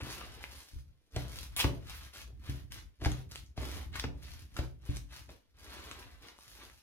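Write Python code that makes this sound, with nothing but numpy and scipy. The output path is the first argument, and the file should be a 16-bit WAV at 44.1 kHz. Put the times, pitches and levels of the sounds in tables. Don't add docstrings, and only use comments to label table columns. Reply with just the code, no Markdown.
import sys
import numpy as np
from scipy import signal
from scipy.fft import rfft, irfft, next_fast_len
from scipy.io import wavfile
from scipy.ndimage import uniform_filter1d

SR = 44100
rng = np.random.default_rng(int(sys.argv[2]) if len(sys.argv) > 2 else 0)


def transcribe(u):
    v = np.clip(np.atleast_2d(u).T, -1, 1)
    q = np.round(v * 32767).astype(np.int16)
    wavfile.write(sys.argv[1], SR, q)


N = 300762
TIME = np.arange(N) / SR
TOP_HZ = 15700
SIDES = np.array([[1], [-1]])


def undb(db):
    return 10 ** (np.asarray(db) / 20)


def unit(x):
    return x / np.sqrt(np.mean(x ** 2))


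def add(track, start_s, sound):
    start = max(int(start_s * SR), 0)
    track[start:start + len(sound)] += sound[:N - start]


def on_log_axis(points, hz):
    known_hz, values = np.transpose(points)
    return np.interp(np.log(hz + 1), np.log(known_hz), values)


def colour(x, points):
    size = next_fast_len(2 * N)
    size += size % 2
    gain = unit(undb(on_log_axis(points, np.fft.rfftfreq(size, 1 / SR))))
    cepstrum = irfft(np.log(gain))
    cepstrum[1:size // 2] *= 2
    cepstrum[size // 2 + 1:] = 0
    response = np.exp(rfft(cepstrum))
    return irfft(rfft(x, size) * response)[..., :N]


def resonate(x, hz, q):
    hz = min(hz, TOP_HZ)
    b, a = signal.iirpeak(hz, max(q, hz / TOP_HZ), fs=SR)
    return signal.lfilter(b, a, x)


def walk(rate_hz):
    return 1.2 * np.interp(TIME * rate_hz, np.arange(1000), rng.standard_normal(1000))


def clicks(rate_hz, spread_db):
    chance = rng.random(N)
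    size = np.minimum(rng.exponential(size=N), 5)
    train = (chance < rate_hz / SR) * undb(spread_db * size) * rng.choice([-1, 1], N)
    return train / np.sqrt(np.abs(uniform_filter1d(train ** 2, size=5000)) + 1e-9)


def crackle(rate_hz, spread_db, q, snap_share, patchy_db):
    rings = np.zeros(N)
    for hz in np.geomspace(550, 14000, 18):
        level = undb(patchy_db * walk(rate_hz=28))
        breaks = clicks(rate_hz * np.sqrt(hz / TOP_HZ), spread_db)
        rings += level * resonate(breaks, hz, q)
    return unit(unit(rings) + snap_share * clicks(rate_hz, spread_db))


def stroke(start_s, rise_s, hold_s, sag_db_per_s, rest_db=-25, release_db_per_s=255):
    t = TIME - start_s
    swell_db = rest_db * np.clip(1 - t / rise_s, 0, None) ** 2
    sag_db = sag_db_per_s * np.maximum(t - rise_s, 0)
    release_db = release_db_per_s * np.maximum(t - rise_s - hold_s, 0)
    return (t >= 0) * undb(np.maximum(swell_db - sag_db - release_db, -120))


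# start t/s, rise t/s, hold t/s, relative level/dB
SCOOP_STROKES = [(0.0, 0.005, 0.24, -48), (0.223, 0.062, 0.32, -56.5), (3.557, 0.027, 0.23, -50),
                 (5.54, 0.24, 0.23, -51.5), (5.944, 0.04, 0.17, -60), (6.168, 0.087, 0.045, -55.5),
                 (6.521, 0.088, 0.041, -55)]


def scoops(smear_db=-5, glove_db=-6, scrape_db=-7, sag_db_per_s=20.5):
    power = np.zeros((4, N))
    for start_s, rise_s, hold_s, db in SCOOP_STROKES:
        mix = undb(db + np.array([smear_db, 0, glove_db, scrape_db]))
        power += np.outer(mix, stroke(start_s, rise_s, hold_s, sag_db_per_s)) ** 2
    return power


# start t/s, rise t/s, hold t/s, relative level/dB, glove crackle re that/dB
PEEL_STROKES = [(0.033, 0.076, 0.028, -53, 6), (0.247, 0.31, 0.22, -66, 7.5), (1.243, .12, 0.078, -55, 5),
                (1.482, 0.047, 0.064, -62, -5), (1.783, 0.13, 0.15, -52, -3),
                (2.122, 0.026, 0.066, -52, -1.5), (2.7, 0.021, 0.028, -54, -1),
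                (3.287, 0.041, 0.042, -58, 2.5), (3.583, 0.059, 0.14, -60.5, 10.5),
                (3.915, 0.043, 0.021, -44.5, -11), (4.148, 0.13, 0.15, -59, 1),
                (4.468, 0.11, 0.044, -64.5, 3), (4.918, 0.026, 0.014, -63, 8.5),
                (5.069, 0.068, 0.062, -56.5, -0.5), (5.574, 0.016, 0.26, -69.5, 8.5),
                (6.312, 0.17, 0.43, -64.5, 6)]


def peels(smear_db=-15, sag_db_per_s=29.5):
    power = np.zeros((4, N))
    for start_s, rise_s, hold_s, db, crackle_db in PEEL_STROKES:
        mix = undb(db + np.array([smear_db, 0, crackle_db]))
        power[:3] += np.outer(mix, stroke(start_s, rise_s, hold_s, sag_db_per_s)) ** 2
    return power


# start t/s, rise t/s, hold t/s, relative level/dB, wetness re that/dB
PLUNGE_STROKES = [(1.108, 0.09, 0.28, -50, -2.5), (1.611, 0.024, 0.14, -43.5, -11.5),
                  (2.265, 0.013, 0.018, -62.5, -21), (2.391, 0.1, 0.11, -60.5, 7),
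                  (2.754, 0.0091, 0.017, -63, 9.5), (2.997, 0.049, 0.14, -44.5, -3.5),
                  (3.573, 0.052, 0.17, -48, -7.5), (4.016, 0.01, 0.28, -51.5, -20),
                  (4.544, 0.047, 0.046, -46.5, -8.5), (4.792, 0.13, 0.027, -59.5, 4),
                  (5.278, .02, 0.042, -57, -3)]


def plunges(glove_db=-3, sag_db_per_s=77.5):
    power = np.zeros((4, N))
    for start_s, rise_s, hold_s, db, wet_db in PLUNGE_STROKES:
        mix = undb(db + np.array([0, wet_db, wet_db + glove_db]))
        power[:3] += np.outer(mix, stroke(start_s, rise_s, hold_s, sag_db_per_s)) ** 2
    return power


# f/Hz, relative level/dB
SMEAR_SPECTRUM = [(90, -26), (170, 1), (300, 7), (500, 2), (750, -5.5), (1200, -13), (3000, -46)]
SQUELCH_SPECTRUM = [(300, -12), (650, -8), (1100, 1), (1700, 2.5), (2700, 1), (4000, -1), (6000, -13.5),
                    (12000, -43)]
GLOVE_SPECTRUM = [(1500, -5), (3500, 0), (5500, 0), (6600, -3), (7700, -10), (10000, -5.5), (13000, -6),
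                  (15500, -15.5)]


def kneading(settling_db=-83.5, scrape_hz=970, scrape_q=1.95):
    power = scoops() + peels() + plunges()
    power[:3] += undb(settling_db) ** 2
    slip_db = 1.35 * walk(rate_hz=70)
    smear_gain, squelch_gain, glove_gain, scrape_gain = np.sqrt(power) * undb(slip_db)

    smear = colour(clicks(rate_hz=600, spread_db=3.5), SMEAR_SPECTRUM)
    squelch = crackle(rate_hz=380, spread_db=2.5, q=2.95, snap_share=1.0, patchy_db=2.0)
    squelch = undb(-2.55) * colour(squelch, SQUELCH_SPECTRUM)
    glove = crackle(rate_hz=970, spread_db=5.0, q=3.0, snap_share=2.2, patchy_db=9.0)
    glove = colour(glove, GLOVE_SPECTRUM)
    scrape = unit(resonate(clicks(rate_hz=350, spread_db=-1.0), scrape_hz, scrape_q))
    return smear * smear_gain + squelch * squelch_gain + glove * glove_gain + scrape * scrape_gain


# start t/s, rise t/s, hold t/s, relative level/dB
LEAN_STROKES = [(0.0, .02, 0.57, -51), (0.7, .03, 0.19, -56), (1.123, 0.032, 0.92, -45.5),
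                (2.112, 0.18, 0.59, -48.5), (2.984, 0.032, 0.49, -49.5), (3.546, 0.064, 0.55, -42),
                (4.15, 0.054, 0.272, -49), (4.487, .08, 0.37, -51), (4.864, 0.049, 0.42, -52),
                (5.457, 0.28, 0.49, -54), (6.145, 0.17, 0.13, -69), (6.437, 0.076, 0.24, -60)]
# f/Hz, relative level/dB
ROCKING_SPECTRUM = [(20, -33.5), (40, -14), (55, 0.5), (69, 1), (88, -9), (125, -13), (170, -25.5),
                    (300, -25.5), (700, -66)]


def pressing(sag_db_per_s=5.5, tilt_db=-6.5):
    weight = np.zeros(N)
    for start_s, rise_s, hold_s, db in LEAN_STROKES:
        lean = undb(db) * stroke(start_s, rise_s, hold_s, sag_db_per_s)
        weight = np.maximum(weight, lean)
    slips = np.array([clicks(rate_hz=400, spread_db=3.5) for _ in range(2)])
    heave, tilt = colour(slips, ROCKING_SPECTRUM)
    rock = heave + undb(tilt_db) * tilt * SIDES
    rock /= np.sqrt(uniform_filter1d(np.mean(rock ** 2, axis=0), size=4000) + 1e-6)
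    return rock * weight


# f/Hz, relative level/dB
ROOM_TONE_SPECTRUM = [(20, 5.5), (100, 2), (160, -3), (260, -6), (400, -14.5), (700, -22), (2400, -26),
                      (5000, -42.5), (15000, -61)]


def room_tone(level_db=-77):
    return undb(level_db) * colour(rng.standard_normal((2, N)), ROOM_TONE_SPECTRUM)


# t/s, relative ring level/dB, f/Hz, relative snap level/dB
POCKET_BURSTS = [(0.0104, -34.5, 2380, -81), (0.2141, -33.5, 1260, -79), (0.4401, -26.5, 2290, -62),
                 (1.1627, -52, 940, -43.5), (1.388, -46.5, 5070, -48.5), (1.5646, -41, 2350, -42),
                 (1.6429, -24, 1005, -49), (2.16, -42, 1530, -57), (2.7212, -47, 4560, -46),
                 (3.0487, -23.5, 2310, -44.5), (3.0587, -31, 1550, -43), (3.1177, -46, 1430, -46),
                 (3.3191, -47, 1620, -52.5), (3.358, -26, 3160, -48), (3.9976, -30, 1820, -42.5),
                 (4.0418, -27.5, 1570, -61), (4.5672, -37.5, 1400, -49.5), (4.9695, -49, 4100, -45.5),
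                 (5.9132, -36, 1200, -50.5), (6.2853, -44, 1970, -57), (6.388, -47, 1110, -64),
                 (6.6989, -41.5, 2120, -63)]
# f/Hz, relative level/dB
SNAP_SPECTRUM = [(300, 5), (900, -13), (3000, 6), (6500, 1), (13000, -14), (15500, -24)]


def pops(cycles=1.0, snap_s=0.00083):
    rings, snaps = np.zeros((2, N))
    t = TIME[:SR // 20]
    for start_s, db, hz, snap_db in POCKET_BURSTS:
        ring = np.exp(-t * hz / cycles) * np.sin(2 * np.pi * hz * t)
        add(rings, start_s, undb(db + 2.0) * ring)
        snap = np.exp(-t / snap_s) * rng.standard_normal(len(t))
        add(snaps, start_s, undb(snap_db + 13) * snap)
    return rings + colour(snaps, SNAP_SPECTRUM)


# t/s, relative level/dB, contact time constant/ms
TABLE_PUNCHES = [(0.023, -39.5, 0.56), (0.731, -32.5, 4.4), (.757, -24, 5.8), (0.884, -44.5, 4.5),
                 (1.163, -32.5, 0.62), (1.644, -25, 0.6), (2.49, -32.5, 1), (3.019, -40.5, 0.37),
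                 (3.058, -24, 0.85), (3.576, -35.5, 0.9), (4.042, -35, 0.55), (4.587, -28.5, 1.16),
                 (4.888, -27.5, 1.23), (5.293, -66, 1.3)]
# nominal f/Hz, nominal level/dB, t60/s
BOWL_TABLE_MODES = [(52, -10.5, 0.61), (65.77, 2.5, 0.33), (115.5, -2.5, 0.27), (127.5, -1, 0.52),
                    (160, -8.5, 0.54), (208.8, -14.5, 0.49), (253.4, -3, 0.19), (293, 1.5, 0.27),
                    (371, -6, 0.42), (487, -9.5, 0.066), (558, -7.5, 0.32), (689, -7, 0.3), (760, -32, .13),
                    (1010, -14, .1)]


def punches(table_hz=90, place_db=2.0, detune=0.037):
    out, t = np.zeros(N), TIME[:SR // 2]
    hz, mode_db, t60_s = np.transpose(BOWL_TABLE_MODES)
    signs = np.where(hz < table_hz, -1, 1)
    loading = np.minimum(hz / 300, 1)
    for start_s, db, contact_ms in TABLE_PUNCHES:
        place, load = loading * rng.standard_normal((2, len(hz)))
        gains = signs * undb(mode_db + place_db * place)
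        gains *= np.where(hz > 180, rng.choice([-1, 1], len(hz)), 1)
        poles = 2j * np.pi * hz * (1 + detune * load) - np.log(1000) / t60_s
        ring = gains @ np.exp(np.outer(poles, t)).imag
        push = t * np.exp(-t * 1000 / contact_ms)
        blow = signal.fftconvolve(ring, push / push.sum())[:len(t)]
        add(out, start_s, undb(db) * blow)
    return out


# t/s, relative level/dB
WALL_SLAPS = [(1.162, -30.5), (1.642, -23.5), (3.014, -39.5), (3.058, -26), (3.576, -36), (4.039, -30),
              (4.588, -30.5), (5.291, -46)]
# f/Hz, relative level/dB
SLAP_SPECTRUM = [(100, -29), (280, 5.5), (600, 2), (1100, -6), (2500, -8), (6000, -17), (15000, -58)]


def slaps(decay_s=0.0085):
    out, t = np.zeros(N), TIME[:SR // 10]
    for start_s, db in WALL_SLAPS:
        splat = np.exp(-t / decay_s) * rng.standard_normal(len(t))
        add(out, start_s, undb(db - 5.0) * splat)
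    return colour(out, SLAP_SPECTRUM)


# start t/s, length t/s, relative level/dB, gap f/Hz, spray re gap/dB
AIR_SQUIRTS = [(1.563, 0.022, -39, 2700, 2.5), (1.583, 0.034, -30.5, 2730, -14.5),
               (1.607, 0.019, -44, 3050, -20), (3.954, 0.012, -41, 1610, -28),
               (3.991, 0.0094, -45.5, 3060, -5), (4.565, 0.009, -42, 1380, -16),
               (5.121, 0.017, -58, 1610, -24)]


def squirts(flutter_hz=600, gap_q=1.8, spray_hz=10200, hollow_hz=1100):
    out = np.zeros(N)
    puffs = clicks(flutter_hz, spread_db=7.0) + 0.92 * rng.standard_normal(N)
    for start_s, length_s, db, gap_hz, spray_db in AIR_SQUIRTS:
        air = puffs[int(start_s * SR):int((start_s + length_s) * SR)]
        gap = unit(resonate(air, gap_hz, gap_q))
        spray = undb(spray_db) * unit(resonate(air, spray_hz, q=1.7))
        hollow = undb(-12.0) * unit(resonate(air, hollow_hz, q=1.9))
        window = signal.windows.tukey(len(air), .2)
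        add(out, start_s, undb(db) * (gap + spray + hollow) * window)
    return out


# f/Hz, t60/s
KITCHEN_DECAY = [(100, 0.58), (700, 0.27), (2000, 0.35), (5000, 0.2), (14000, 0.22)]


def echoes(early_db=-3, early_s=.006, onset_s=.004):
    t = TIME[:2 ** 14]
    hz = np.fft.rfftfreq(len(t), 1 / SR)
    centres_hz = np.geomspace(100, 12800, 5)
    share_db = [(70, -14.5), (280, -8.5), (600, -1.5), (2000, -1.5), (12000, 3.0)]
    noise = undb(on_log_axis(share_db, hz)) * rfft(rng.standard_normal((2, len(t))))
    tail = 0
    for centre_hz, weights in zip(centres_hz, np.eye(len(centres_hz))):
        band = irfft(noise * np.interp(hz, centres_hz, weights), len(t))
        tail = tail + band * np.exp(-np.log(1000) * t / on_log_axis(KITCHEN_DECAY, centre_hz))
    tail = tail * (1 + undb(early_db) * np.exp(-t / early_s)) * np.minimum(t / onset_s, 1)
    return unit(tail) / np.sqrt(len(t))


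def kitchen(x, count=90):
    out = np.zeros((2, N))
    hop = N // count
    fade = np.sqrt(signal.windows.hann(2 * hop, sym=False))
    padded = np.pad(x, (0, 2 * hop))
    for start in range(0, N, hop):
        part = fade * padded[start:start + 2 * hop]
        for side, response in zip(out, echoes()):
            add(side, start / SR, signal.fftconvolve(part, response))
    return out


def scene(lag_s=0.00011, pan_db=0.77, tilt_hz=65):
    blows = punches()
    inside = kneading() + blows + squirts()
    surface = slaps() + pops()
    near = inside + undb(4) * surface
    delay = np.exp(-2j * np.pi * np.fft.rfftfreq(N, 1 / SR) * lag_s)
    late = irfft(rfft(near) * delay, N)
    direct = np.array([near * undb(pan_db), late * undb(-pan_db)])
    lowpass = signal.butter(2, tilt_hz, fs=SR, output="sos")
    tilt = signal.sosfilt(lowpass, blows) * SIDES
    room = kitchen(inside + surface)
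    return undb(-2.34) * direct + undb(-3) * tilt + room + pressing() + room_tone()


def record(dry):
    lowpass = signal.ellip(8, .2, 70, TOP_HZ, fs=SR, output="sos")
    return signal.sosfilt(lowpass, dry)


dry = scene()
out = record(dry)
transcribe(out)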